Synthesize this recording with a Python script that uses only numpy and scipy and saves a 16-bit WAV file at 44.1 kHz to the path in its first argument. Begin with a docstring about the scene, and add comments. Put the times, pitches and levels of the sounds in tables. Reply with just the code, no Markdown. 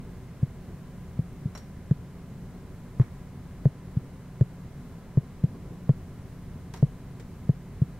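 """A quiet, small room; a hand-held camera's stereo microphone is close to a tablet. Fans and mains hum
behind from the start. A finger taps the glass four times, lightly: each a short dull thump with a faint
tick on top. From 3 s the taps come harder, and the camera's fast limiter flattens the hardest. Now and
then the hand rubs the camera and its case clicks, last at 7.2 s. Two lighter taps end it, just before 8 s."""
import sys
import numpy as np
from scipy import signal
from scipy.fft import rfft, irfft, next_fast_len
from scipy.io import wavfile
from scipy.ndimage import map_coordinates

SR = 44100
rng = np.random.default_rng(int(sys.argv[2]) if len(sys.argv) > 2 else 0)


def digitize_waveform(pressure):
    """Quantize a signal to 16-bit integers and store it at the path in sys.argv[1].

    Rows of a 2-D input are taken as channels; values are limited to [-1, 1].
    """
    field = np.atleast_2d(pressure).T
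    bounded = np.clip(field, -1, 1)
    quanta = np.round(bounded * 32767).astype(np.int16)
    wavfile.write(sys.argv[1], SR, quanta)


N = 352662

# Noise colours, shape only. Columns: frequency_hz, density_db
MIC_HISS = [(100, -23), (1000, -6), (3500, 0), (7000, -0.5), (11900, -5), (15800, -18.5)]  # the microphone's own noise
FAN_RUMBLE = [(12, -6), (30, -7.5), (48, 1.5), (60, -8), (80, 1), (105, 0), (140, 0), (180, -3), (215, -7),
              (250, -6.5), (285, -14.5), (325, -23.5), (500, -46)]  # the low end of the fans
FAN_AIR = [(180, -38.5), (300, -2), (340, -9.5), (372, 0.5), (398, -2.5), (545, -7.5), (676, -10),
           (942, -15), (1020, -12), (1230, -15.5), (2050, -20), (3490, -31), (8000, -49)]  # the air they move
GRIP_SKIN = [(120, -13), (250, 1.5), (450, -4.5), (600, -16), (1000, -18), (2500, -48)]  # skin on the camera's case
CLICK_SNAP = [(800, -20), (2000, -11), (4000, 4), (7000, 2.5), (10000, -5), (12200, -4), (14500, -14)]  # the bright edge of a click
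CLICK_BODY = [(200, 6), (600, 9.5), (1300, 4.5), (2100, 1), (3200, -9), (8000, -43)]  # its dull body
# How alike a noise is at the microphone's two ports: frequency_hz, correlation
PORT_LIKENESS = [(200, 0.98), (500, 0.95), (1400, 0.97), (2800, .62), (5600, 0), (10000, 0), (15000, 0.028)]
# Fan and mains tones, and a thin electronic whine: pitch_hz, rms_db
HUM_TONES = [(48.4, -56.5), (140, -52.5), (177.6, -51), (249, -65), (283, -65), (376.8, -66.5),
             (748.3, -74.5), (883, -75.5), (1000, -71.5), (1287, -92), (1624, -78.5), (2000, -83),
             (2087, -80.5), (2165, -82.5), (2998, -85), (4000, -85), (9000, -98.5)]
# The room's decay: frequency_hz, t60_s
ROOM_DECAY = [(200, 0.085), (2000, 0.49), (6000, 0.25), (14000, 0.07)]
# The hand shifting its grip: middle_s, half_length_s, level_db
GRIP_RUBS = [(.71, 0.041, -51), (2.31, .03, -55), (2.55, .04, -54), (5.552, 0.021, -44), (5.695, 0.1, -49),
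             (6.556, .04, -56.5)]
# Clicks of the camera's case: start_s, snap_db, body_db, ring_db
CASE_CLICKS = [(1.5505, -50.5, -39, -41.5), (1.575, -47, -57, -62), (3.01, -55.5, -41, -68),
               (6.7377, -46, -39.5, -56), (6.7608, -57, -53.5, -61), (6.772, -59, -57, -64),
               (7.1972, -54, -48, -70)]
# Ringing modes. Columns: pitch_hz, relative_db, t60_s
METAL_MODES = [(3200, -21, 0.066), (4000, -14, 0.087), (5596, -4, 0.13), (6600, -16, 0.12),
               (12020, -22, .05)]  # a small metal part inside the camera
SHELL_MODES = [(401, -24, 0.015), (442, -34.5, 0.02), (535, -29, 0.019), (625, -37, 0.031)]  # the tablet's shell bending
GLASS_MODES = [(1054, -48.5, 0.019), (1400, -45.5, 0.0086), (1720, -51.5, 0.013), (3390, -60, 0.01),
               (4840, -67.5, .012), (6620, -66.5, 0.013)]  # the glass under the finger
# Finger taps; knock and tick are gains on top of the tap's level:
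# start_s, level_db, pitch_hz, knock_db, tick_db, brightness_db_per_octave
FINGER_TAPS = [(.428, 1.5, 126, 1, -4, 0), (1.1894, -1, 135, 4, -4, 0), (1.4546, -4.5, 137, -1, -7, 0),
               (1.9099, 6, 140, -1, 2, 2), (2.9978, 17.5, 125.6, -2.5, 1, -2.5),
               (3.6549, 15.5, 135.3, 6, -1, 0), (3.9675, -0.3, 131.5, -7, -1, 4),
               (4.41, 13, 125, 4.5, -1.5, 4), (5.1724, 9, 132.4, 2.5, -.5, -2),
               (5.4374, 5, 136.6, -1, 0, 3), (5.8923, 15, 137, 5.5, 3, 0.5), (6.8265, 14.5, 139, 5, -4, 4),
               (7.4914, 7, 137.6, 3.5, 1.5, 1), (7.8167, 4.5, 132, -4, -2, 0)]


def amp(db):
    """Decibels to gain."""
    return 10 ** (np.asarray(db) / 20)


def unit(x):
    """Scale to rms 1."""
    return x / np.sqrt(np.mean(x ** 2) + 1e-20)


def rise(t, rise_s):
    """An onset easing from 0 to 1."""
    return 1 - np.exp(-t / rise_s)


def fade(t, t60_s):
    """Free decay, 60 dB in t60_s."""
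    return amp(-60 * t / t60_s)


def mode(t, hz, db, t60_s):
    """One struck mode: a dying sine."""
    return amp(db) * np.sin(2 * np.pi * hz * t) * fade(t, t60_s)


def along(points, hz):
    """Read (frequency, value) points on a log axis."""
    freqs, values = np.transpose(points)
    return np.interp(np.log(hz + 1), np.log(freqs + 1), values)


def wobble(per_s):
    """A smooth random curve with per_s knots a second."""
    knots = rng.standard_normal(int(N * per_s / SR) + 4)
    coarse = np.arange(0, N + 256, 256)
    return np.interp(np.arange(N), coarse, map_coordinates(knots, [coarse * per_s / SR]))


def filtered(x, response):
    """Shape x by a frequency response."""
    size = next_fast_len(N + SR // 2)
    return irfft(rfft(x, size) * response(np.fft.rfftfreq(size, 1 / SR)), size)[..., :N]


def noise(spectrum):
    """Stereo noise of rms 1: near mono in the bass, unrelated in the treble."""
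    def colour(hz):
        width = np.arccos(np.clip(along(PORT_LIKENESS, hz), -1, 1)) / 2
        return amp(along(spectrum, hz)) * [np.cos(width), np.sin(width)]
    mid, side = filtered(rng.standard_normal((2, N)), colour)
    return unit(np.array([mid + side, mid - side]))


def add(track, start_s, sound):
    """Mix a sound into the track."""
    part = track[round(start_s * SR):][:len(sound)]
    part += sound[:len(part)]


def fans():
    """In the background: rumble, soft air and hum tones, each wavering about a steady level."""
    t = np.arange(N) / SR
    drift_db, flutter_db = 0.8 * wobble(per_s=1.2), 0.86 * wobble(per_s=7)
    rumble = amp(-42.8 + drift_db + flutter_db) * noise(FAN_RUMBLE)
    air = amp(-54.5 + 0.1 * wobble(per_s=1.2)) * noise(FAN_AIR)
    hum = np.zeros(N)
    for hz, rms_db in HUM_TONES:
        peak = np.sqrt(2) * amp(rms_db + 1.25 * wobble(per_s=2.99))
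        hum += peak * np.sin(2 * np.pi * hz * t + 0.71 * wobble(per_s=5))
    return rumble + air + hum


def room(x):
    """A small furnished room's diffuse answer, different on each side of the microphone."""
    hz, t, spectra = signal.stft(rng.standard_normal((2, SR // 3)), SR, nperseg=256)
    decay = fade(t, along(ROOM_DECAY, hz)[:, None])
    _, tail = signal.istft(spectra * decay, SR, nperseg=256)
    return signal.fftconvolve(x, tail / np.linalg.norm(tail[0]), axes=1)[:, :N]


def grip():
    """Handling noise: skin drags on the camera's case in short, muffled swells."""
    t = np.arange(N) / SR
    swells = sum(amp(db) * np.exp(-((t - middle_s) / half_s) ** 2) for middle_s, half_s, db in GRIP_RUBS)
    return swells * noise(GRIP_SKIN)


def case_clicks():
    """Right at the microphone, plastic parts snap together and set a small metal part ringing."""
    snap, body, metal = np.zeros((3, N))
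    t = np.arange(SR // 4) / SR
    onset = rise(t, 0.00039)
    for start_s, snap_db, body_db, ring_db in CASE_CLICKS:
        ring = sum(mode(t, hz, db + rng.normal(0, 1), t60_s) for hz, db, t60_s in METAL_MODES)
        add(snap, start_s, amp(snap_db) * onset * fade(t, t60_s=0.072))
        add(body, start_s, amp(body_db) * onset * fade(t, t60_s=0.088))
        add(metal, start_s, amp(ring_db) * ring * rise(t, 0.0021))
    rattle = unit(amp(2.5 * wobble(per_s=120)))  # the part sits loosely, so its ring flutters
    return snap * noise(CLICK_SNAP) + body * noise(CLICK_BODY) + metal * rattle


def glass_tick(t, brightness_db_per_octave):
    """First contact rings the glass: a faint tick, brighter or duller from tap to tap."""
    pivot_hz = 2000
    glass = np.zeros_like(t)
    for hz, db, t60_s in GLASS_MODES:
        tilt_db = brightness_db_per_octave * np.log2(hz / pivot_hz)
        # every spot on the glass ticks a little differently
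        glass += mode(t, hz * rng.normal(1, 0.04), db + tilt_db + rng.normal(0, 2), t60_s)
    return glass * rise(t, 0.00076)


def shell_knock(t, thump_hz):
    """The tablet's shell bends and gives a short knock whose pitch follows the thump's."""
    usual_thump_hz = 136.3
    tuning = (thump_hz / usual_thump_hz) ** 0.91
    lowest, *higher = [mode(t, hz * tuning, db, t60_s) for hz, db, t60_s in SHELL_MODES]
    return (lowest - sum(higher)) * rise(t, 0.0043)  # the higher modes start against the push


def finger_taps():
    """Close up, the soft pad pushes the whole tablet into a few low swings, with a knock and a tick."""
    track, t = np.zeros(N), np.arange(SR // 5) / SR
    flatten_s = 0.005
    push = 1 - np.exp(-(t / flatten_s) ** 2.39)  # the force builds as the pad flattens
    sway = mode(t, hz=44.0, db=-28.0, t60_s=0.059)  # the tablet rocks on its support
    for start_s, level_db, pitch_hz, knock_db, tick_db, brightness in FINGER_TAPS:
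        thump = np.sin(2 * np.pi * pitch_hz * t) * push * fade(t, t60_s=0.037)
        knock = amp(knock_db) * shell_knock(t, pitch_hz)
        tick = amp(tick_db) * glass_tick(t, brightness)
        add(track, start_s, amp(level_db) * (thump + sway + knock + tick))
    return track


def scene():
    """At the microphone: taps close, nearly dry, a little left; clicks with some room; fans behind."""
    pan_db = 0.38
    tablet = finger_taps() * amp([[pan_db], [-pan_db]])
    case = case_clicks()
    reverb = room(amp(-42.5) * tablet + amp(-11) * case)
    sound = tablet + case + reverb + grip() + fans()
    lead_s = np.array([[-0.5], [0.5]]) / SR  # the right port hears everything one sample earlier
    hiss = amp(-67.5) * noise(MIC_HISS)
    return filtered(sound, lambda hz: np.exp(2j * np.pi * hz * lead_s)) + hiss


def limiter(x, ceiling_db, release_s, attack_s, ahead_s):
    """The gain ducks just before a peak passes the ceiling and recovers within milliseconds."""
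    excess = np.log(np.maximum(np.abs(x.mean(axis=0)) / amp(ceiling_db), 1))
    recovery = np.arange(N) / SR / release_s
    gain = np.exp(recovery - np.maximum.accumulate(excess + recovery))
    lag_s = np.arange(-SR // 200, SR // 200 + 1) / SR
    ease = np.exp(-0.5 * ((lag_s + ahead_s) / attack_s) ** 2)
    return x * (1 + signal.fftconvolve(gain - 1, ease / ease.sum(), "same"))


def record(dry):
    """The camera limits the peaks and keeps nothing above its band limit."""
    limited = limiter(dry, ceiling_db=-12.0, release_s=0.003, attack_s=0.00089, ahead_s=0.00032)
    return filtered(limited, lambda hz: hz < 15750)


dry = scene()
out = record(dry)
digitize_waveform(out)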